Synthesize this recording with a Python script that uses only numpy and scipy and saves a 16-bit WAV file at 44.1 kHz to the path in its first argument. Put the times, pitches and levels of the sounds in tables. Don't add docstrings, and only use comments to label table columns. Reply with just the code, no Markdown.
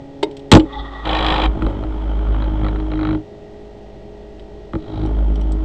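import sys
import numpy as np
from scipy import signal
from scipy.fft import rfft, irfft
from scipy.io import wavfile
from scipy.ndimage import map_coordinates

SR = 44100
rng = np.random.default_rng(int(sys.argv[2]) if len(sys.argv) > 2 else 0)


def file_out(sig):
    cols = np.atleast_2d(sig).T
    lim = np.clip(cols, -1, 1)
    pcm = np.round(lim * 32767).astype(np.int16)
    wavfile.write(sys.argv[1], SR, pcm)


N = 249095

# time in seconds, turns per second.
SPEED = [(1.49, 52.1), (1.6, 53.8), (1.72, 49), (1.91, 52.4), (3.0, 51.8), (5.6, 52.5)]
# time in seconds, relative level in dB.
SKIM = [(.675, -39.5), (.84, -36.5), (1.05, -33)]
# time in seconds, relative level in dB.
SCRAPE = [(1.054, -28.5), (1.075, -22.5), (1.25, -20), (1.36, -20.5), (1.463, -22), (1.48, -43)]
# frequency in Hz, relative level in dB.
KNOCK_COLOUR = [(150, -6.5), (500, -0.5), (950, -1.5), (1350, 3), (1650, -10), (2100, -7), (2800, -17.5),
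                (3300, -13), (3600, -21.5), (3900, -11.5), (4600, -33.5), (5800, -45), (10000, -55.5)]
# frequency in Hz, relative level in dB.
TICK_COLOUR = [(700, -8.5), (2200, -1), (3300, 7), (5400, -3.5), (6400, -14.5), (7900, -6), (10000, -17)]


def amp(db):
    return 10 ** (np.asarray(db) / 20)


def unit(x):
    return x / np.sqrt(np.mean(x ** 2) + 1e-20)


def clock():
    return np.arange(N) / SR


def level(rows, fade=0.02):
    s, db = np.transpose(rows)
    outside = np.maximum(s[0] - clock(), 0) + np.maximum(clock() - s[-1], 0)
    return amp(np.interp(clock(), s, db)) * np.exp(-outside / fade)


def held(start, end, rise_s, fall_s):
    early = np.maximum(start - clock(), 0)
    late = np.maximum(clock() - end, 0)
    return np.exp(-early / rise_s - late / fall_s)


def drift(rate_hz):
    hz = np.fft.rfftfreq(N, 1 / SR)
    return unit(irfft(rfft(rng.standard_normal(N)) / (1 + (hz / rate_hz) ** 4), N))


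def coloured(x, points, size=8192):
    f, db = np.transpose(points)
    hz = abs(np.fft.fftfreq(size, 1 / SR))
    outline_db = np.interp(np.log(hz + 1), np.log(f + 1), db)
    log_gain = np.log(amp(np.maximum(outline_db, -100)))
    taps = np.fft.ifft(np.exp(signal.hilbert(log_gain).conj())).real
    return signal.oaconvolve(x, taps[:size // 2])[:len(x)]


def resonant(x, peaks):
    out = 0
    for hz, width, db in peaks:
        b, a = signal.iirpeak(hz, hz / (2 * width), fs=SR)
        once = signal.lfilter(b, a, x)
        out = out + amp(db) * signal.lfilter(b, a, once)
    return unit(out)


def add(mix, s, sound):
    part = mix[round(s * SR):][:len(sound)]
    part += sound[:len(part)]


def burst(colour, t60, size=12000):
    noise = rng.standard_normal(size)
    dying = np.exp(-np.log(1000) * np.arange(size) / SR / t60)
    return coloured(noise * dying, colour) / np.std(coloured(noise, colour))


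def wavering(x):
    wander_s = 0.00038
    return map_coordinates(x, [np.arange(N) + wander_s * SR * drift(7.9)], order=3, mode="nearest")


def friction(turns, repeat, throb_db, size=848):
    bumps = rng.standard_normal(size)[(turns % 1 * size).astype(int)]
    repeat = np.clip(repeat, 0, 1)
    rub = np.sqrt(repeat) * bumps + np.sqrt(1 - repeat) * rng.standard_normal(N)
    return unit(rub * amp(throb_db * np.cos(2 * np.pi * turns)))


def tone(turns, waver):
    size, phase = drift(12), drift(12)
    wave = ((1 + waver * (size + 1j * phase)) * np.exp(2j * np.pi * turns)).real
    return np.sqrt(2) * wave / np.sqrt(1 + 2 * waver ** 2)


def centre(turns, rumble_gain, grit_gain):
    # time in seconds, relative level in dB.
    groan = [(.69, -48.5), (.73, -34), (.8, -28.5)]
    # time in seconds, relative level in dB.
    quill_level = [(4.8, -56.5), (4.935, -51), (5.04, -50)]
    # frequency in Hz, width setting in Hz, relative level in dB.
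    skim_ring = [(826, 90, -2), (1170, 97, 1), (1917, 45, 1), (3470, 300, -12.5)]
    groan_ring = [(832, 26, 6), (1940, 45, -2.5), (3530, 210, -11)]
    seat_ring = [(576, 34, 7.5), (875, 61, 5.5), (3160, 190, -9.5)]
    quill_ring = [(3400, 450, -4.5), (3810, 230, -1.5)]
    # frequency in Hz, relative level in dB.
    rumble_colour = [(25, 4), (75, 6), (125, 0.5), (400, -3), (500, -10), (590, -6.5), (870, -11),
                     (1100, -57.5)]
    grit_colour = [(600, -14), (880, 1), (1350, 4), (1650, -7.5), (2200, -8.5), (2700, -14.5), (3130, -14),
                   (3950, -19.5), (5000, -41.5)]
    lumps_db = 2.1

    touch = friction(turns, repeat=0.1465, throb_db=0.0) * amp(1.9 * drift(28))
    skim = level(SKIM) * resonant(touch, skim_ring)
    squeal = level(groan) * wavering(resonant(touch, groan_ring))

    lumpy = friction(turns, repeat=0.37, throb_db=8.5) * amp(lumps_db * drift(28))
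    rumble = amp(3.5) * unit(coloured(lumpy, rumble_colour))

    crackle = amp(2 * drift(150))
    gritty = friction(turns, repeat=0.29, throb_db=3.0) * crackle
    grit = amp(2.0) * unit(coloured(gritty, grit_colour))

    singing = wavering(resonant(friction(turns, repeat=0.27, throb_db=4.0), seat_ring))
    seat = amp(4.0) * singing * amp(lumps_db * drift(17))
    quill_rub = friction(turns, repeat=.15, throb_db=7.5) * crackle
    quill = level(quill_level) * resonant(quill_rub, quill_ring)
    return skim + squeal + scrape(turns) + rumble_gain * rumble + grit_gain * (grit + seat) + quill


def scrape(turns):
    # frequency in Hz, relative level in dB.
    tear_colour = [(150, -6), (240, -10.5), (420, -6.5), (840, -6), (1200, -6.5), (1600, -16.5),
                   (3500, -22), (5600, -66), (7700, -59.5)]
    # frequency in Hz, width setting in Hz, relative level in dB.
    snatch_ring = [(1127, 41, -5.5), (1840, 77, 2.5), (2410, 180, 1), (3167, 170, 7), (3350, 85, 5.5),
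                   (3870, 140, 2), (4900, 66, -12.5), (7500, 250, -26.5)]
    chatter_ring = [(790, 80, 0)]
    snatch_at, snatch_turns = .8, 0.3

    torn = friction(turns, repeat=0.35, throb_db=1.5) * amp(2.3 * drift(410))
    tearing = amp(0.5) * unit(coloured(torn, tear_colour))
    slipping = friction(turns + 1 / 2, repeat=0.17, throb_db=9.5)
    chatter = amp(-4.5) * wavering(resonant(slipping, chatter_ring))

    turn, part = np.divmod(turns - snatch_at, 1)
    strength = amp(1.9 * rng.standard_normal(N)[turn.astype(int)])
    snatch = strength * (np.exp(-(part / snatch_turns) ** 2) + amp(-14.5))
    ringing = amp(-4.0) * resonant(snatch * rng.standard_normal(N), snatch_ring)
    return level(SCRAPE, fade=.008) * (tearing + chatter + ringing)


def contact():
    # start in seconds, end in seconds, time to seat in seconds,
    # then relative levels in dB of rocking, rumble, grit and twice-a-turn throb.
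    presses = [(1.453, 3.159, 0.86, -15.5, -34.5, -45.5, -30.5), (4.896, 5.7, 0.32, -14, -35, -49.5, -42.5)]
    # time in seconds, swell time in seconds, rumble in relative dB, grit in relative dB.
    catches = [(1.659, 0.093, -34.5, -50.5), (2.4, 0.14, -46, -45.5), (2.639, 0.046, -39.5, -47.5),
               (3.121, 0.06, -37.5, -59), (5.031, 0.056, -28, -50.5)]
    # time in seconds, relative level in dB.
    lurches = [(.805, -27), (1.489, -11), (1.653, -13)]
    # time in seconds, relative level in dB.
    resting = [(3.52, -51), (3.68, -43.5), (4.9, -39.5)]
    grip_s, release_s, coast_s = 0.064, 0.015, 0.029
    rocking_onset, throb_onset = 1.13, 6.6
    steady_db_per_s, smooth_db_per_s, drone_db_per_s = 11, 4, 23

    rumble = sum(amp(db) * held(s, s, swell_s, swell_s) for s, swell_s, db, _ in catches)
    grit = sum(amp(db) * held(s, s, swell_s, swell_s) for s, swell_s, _, db in catches)
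    lurch = sum(amp(db) * held(s, s, rise_s=0.028, fall_s=0.032) for s, db in lurches)
    rocking = lurch + level(resting) + amp(1) * level(SKIM) + amp(-0.5) * level(SCRAPE)
    drone = amp(-0.5) * rumble + amp(-7) * level(SCRAPE)
    throb = amp(10.5) * rumble
    for start, end, seat_s, rocking_db, rumble_db, grit_db, throb_db in presses:
        since = np.clip(clock(), start, end) - start
        seated = np.minimum(since / seat_s, 1)
        tightened_s = np.maximum(since - seat_s, 0)
        rubbing = held(start, end, grip_s, release_s)
        swinging = held(start, end, grip_s, coast_s)
        steadied = amp(rocking_db - steady_db_per_s * tightened_s)
        rocking = rocking + swinging * seated ** rocking_onset * steadied
        throb = throb + swinging * seated ** throb_onset * amp(throb_db)
        drone = drone + swinging * amp(-38.5 + drone_db_per_s * tightened_s)
        rumble = rumble + rubbing * amp(rumble_db)
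        grit = grit + rubbing * amp(grit_db - smooth_db_per_s * tightened_s)
    return rocking, throb, drone, rumble, grit


def shake(turns, rocking_gain, throb_gain, drone_gain):
    # multiple of the turning rate, level in dB against the once-a-turn tone.
    multiples = [(3, -22), (5, -23.5), (8, -33)]
    overtones = sum(amp(db) * tone(k * turns + rng.random(), waver=0.36) for k, db in multiples)
    rocking = rocking_gain * (tone(turns + 1 / 2, waver=.08) + overtones)
    second, third, fifth, sixth = (tone(k * turns + rng.random(), waver=.2) for k in (2, 3, 5, 6))
    throb = amp(-4.0) * second * throb_gain
    drone = (amp(0.5) * sixth + amp(-16.5) * fifth + amp(-13.0) * third) * drone_gain
    return rocking + throb + drone


def strike(force_db, thud_db, treble_db, ring_share):
    # frequency in Hz, relative level in dB,
    # time to fall 60 dB in seconds when undamped.
    casting = [(46, -8.5, 0.4), (85.5, -1, 0.12), (129.2, -3, 0.12), (184, -0.5, .065), (262.3, 1.5, .065),
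               (289.4, 1.5, .07), (316.8, 0, 0.27), (475, -3.5, .04), (553, -6.5, 0.11), (855, -3.5, 0.064),
               (3322, -3, 0.009), (7410, -32.5, 0.26)]
    body_lag_s = 0.0016
    t = np.arange(SR // 2) / SR
    out = np.zeros(len(t))
    for k, (hz, db, t60) in enumerate(casting):
        colour_db = np.interp(np.log(hz), np.log([250, 380, 3000]), [thud_db, 0, treble_db])
        dying = np.exp(-np.log(1000) * t / (t60 * ring_share))
        ring = dying * np.sin(2 * np.pi * hz * t)
        add(out, body_lag_s, (-1) ** k * amp(db + colour_db) * ring)
    add(out, 0, amp(-5.5) * burst(KNOCK_COLOUR, t60=0.02))
    add(out, 0, amp(treble_db - 14) * burst(TICK_COLOUR, t60=0.061))
    return amp(force_db) * out


def blows():
    # time in seconds, force in relative dB, low thud in relative dB,
    # treble in relative dB, share of the ring time left undamped.
    hits = [(0.5157, -2.5, 6, 15, 0.71), (0.5236, 5.5, 8.5, 0, 0.85), (0.5342, 5, 2, -2, 1),
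            (0.5498, 3, 5, 2, 1), (0.5702, -1.5, -3.5, -10.5, 0.7), (1.622, -15, 6, -16, 0.38),
            (1.665, -13, -21, -21, 1), (1.699, -25, -17, -11.5, 0.9), (1.837, -20.5, -8.5, -23, 0.99),
            (4.7345, -19, 2.5, -23, 0.69), (4.7525, -15.5, 1.5, -23.5, 0.64)]
    choke_s = 0.0059
    out = np.zeros(N)
    for s, *blow in hits:
        out = out * np.exp(-np.maximum(clock() - s, 0) / choke_s)
        add(out, s, strike(*blow))
    return out


def rattles():
    # start in seconds, length in seconds, first knock in relative dB,
    # change in dB per second.
    spells = [(2.422, .03, -13, -200), (2.6453, .05, -12.5, 2.5), (2.7585, .01, -17, 1), (2.8, .01, -20, 0),
              (2.9165, .07, -14.5, -130), (2.992, .05, -16, 61), (3.051, .11, -10, -90.5)]
    # time in seconds, relative level in dB, brightness in relative dB,
    # tinkle in relative dB.
    ticks = [(0.312, -40.5, 0, -14), (0.3682, -33, 3.5, -31), (0.393, -37.5, -2.5, -19),
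             (0.5971, -18, -20.5, -14), (4.3956, -39.5, -10, -17), (5.06, -41.5, 2, -6),
             (5.357, -37, -3, -4), (5.412, -38, 2.5, -3.5), (5.52, -40.5, 16, -26.5)]
    out = np.zeros(N)
    seat = burst(KNOCK_COLOUR, t60=0.03)
    for s, length, db, db_per_s in spells:
        turn_s = 1 / np.interp(s, *np.transpose(SPEED))
        for after in np.arange(0, length, turn_s):
            knock = 0.31 * seat + 0.31 * burst(KNOCK_COLOUR, t60=0.031)
            add(out, s + after, amp(db + db_per_s * after) * knock)
    for s, db, bright_db, tinkle_db in ticks:
        add(out, s, amp(db) * tick(bright_db, tinkle_db))
    return out


def tick(bright_db, tinkle_db):
    # frequency in Hz, width setting in Hz, relative level in dB.
    tinkle_ring = [(3040, 170, 0), (5750, 280, 3)]
    splash = coloured(burst(TICK_COLOUR, t60=0.04), [(3500, 0.0049), (8000, bright_db)])
    tinkle = resonant(splash, tinkle_ring) * np.std(splash)
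    return amp(-3) * splash + amp(tinkle_db) * tinkle


def lever():
    # time in seconds, relative level in dB.
    hits = [(0.2287, -15), (.2318, -11), (0.2395, -21.5)]
    # frequency in Hz, relative level in dB, time to fall 60 dB in seconds.
    modes = [(311, -8, .15), (422, 2, 0.16), (593, -7.5, 0.11), (870, 0, 0.043), (2125, -7, 0.04),
             (3760, -8.5, 0.043), (4740, -14, 0.039)]
    t = np.arange(SR // 3) / SR
    ring = np.zeros(len(t))
    for k, (hz, db, t60) in enumerate(modes):
        ring += (-1) ** k * amp(db - 60 * t / t60) * np.sin(2 * np.pi * hz * t)
    out = np.zeros(N)
    for s, db in hits:
        add(out, s, amp(db) * ring)
        add(out, s, amp(db - 9) * burst(TICK_COLOUR, t60=0.034))
    return out


def steady_tones(lines, t):
    return sum(np.sqrt(2) * amp(db) * np.cos(2 * np.pi * (hz * t + rng.random())) for hz, db in lines)


def idle(turns):
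    # frequency in Hz, relative level in dB.
    hum_lines = [(208.3, -48), (323, -51.5), (414.8, -42.5), (593, -54), (646, -49.5)]
    whine_lines = [(139, -47), (276.5, -39), (415.7, -42.5), (554, -47), (830, -54)]
    # frequency in Hz, width setting in Hz, relative level in dB.
    bearing_ring = [(1932, 80, 0)]
    # frequency in Hz, relative level in dB.
    air_colour = [(25, -3.5), (90, -3), (260, -9.5), (390, -6), (510, -13.5), (830, -13.5), (1050, -26.5),
                  (1600, -31.5), (3400, -31.5), (8500, -48.5)]
    t = clock() + 0.000073 * drift(4.7)
    hum = steady_tones(hum_lines, t)
    whine = steady_tones(whine_lines, t)
    free = np.interp(clock(), [.85, 1.1], [1, 0])
    bearings = amp(-61.5) * resonant(friction(turns, repeat=0.7, throb_db=6.0), bearing_ring)
    air = amp(-39.5) * unit(coloured(friction(turns, repeat=0.4, throb_db=0.7), air_colour))
    return amp(-7 * free) * hum + free * whine + bearings + air


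def workshop(x):
    tail = burst([(150, -12.5), (400, 5.5), (3000, -10.5), (9000, -36.0)], t60=0.21)
    tail[:SR // 200] = 0
    return x + amp(-24.0) * signal.oaconvolve(x, tail / np.linalg.norm(tail))[:N]


def scene():
    turns = np.cumsum(np.interp(clock(), *np.transpose(SPEED))) / SR
    turns = turns - np.interp(1.325, clock(), turns)
    rocking, throb, drone, rumble, grit = contact()
    in_room = workshop(centre(turns, rumble, grit) + lever() + blows() + rattles())
    mono = idle(turns) + shake(turns, rocking, throb, drone) + in_room
    return np.array([mono, mono])


def record(dry):
    # frequency in Hz, relative level in dB.
    microphone = [(10, 1), (8300, -1.5), (9300, -17), (15000, -19.5)]
    overloaded = np.clip(dry, -.97, .97)
    dulled = np.array([coloured(channel, microphone) for channel in overloaded])
    edge_hz = 15700
    lowpass = signal.firwin(255, edge_hz, window=("kaiser", 9), fs=SR)
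    return signal.oaconvolve(np.clip(dulled, -1, 1), lowpass[None], "same")


dry = scene()
out = record(dry)
file_out(out)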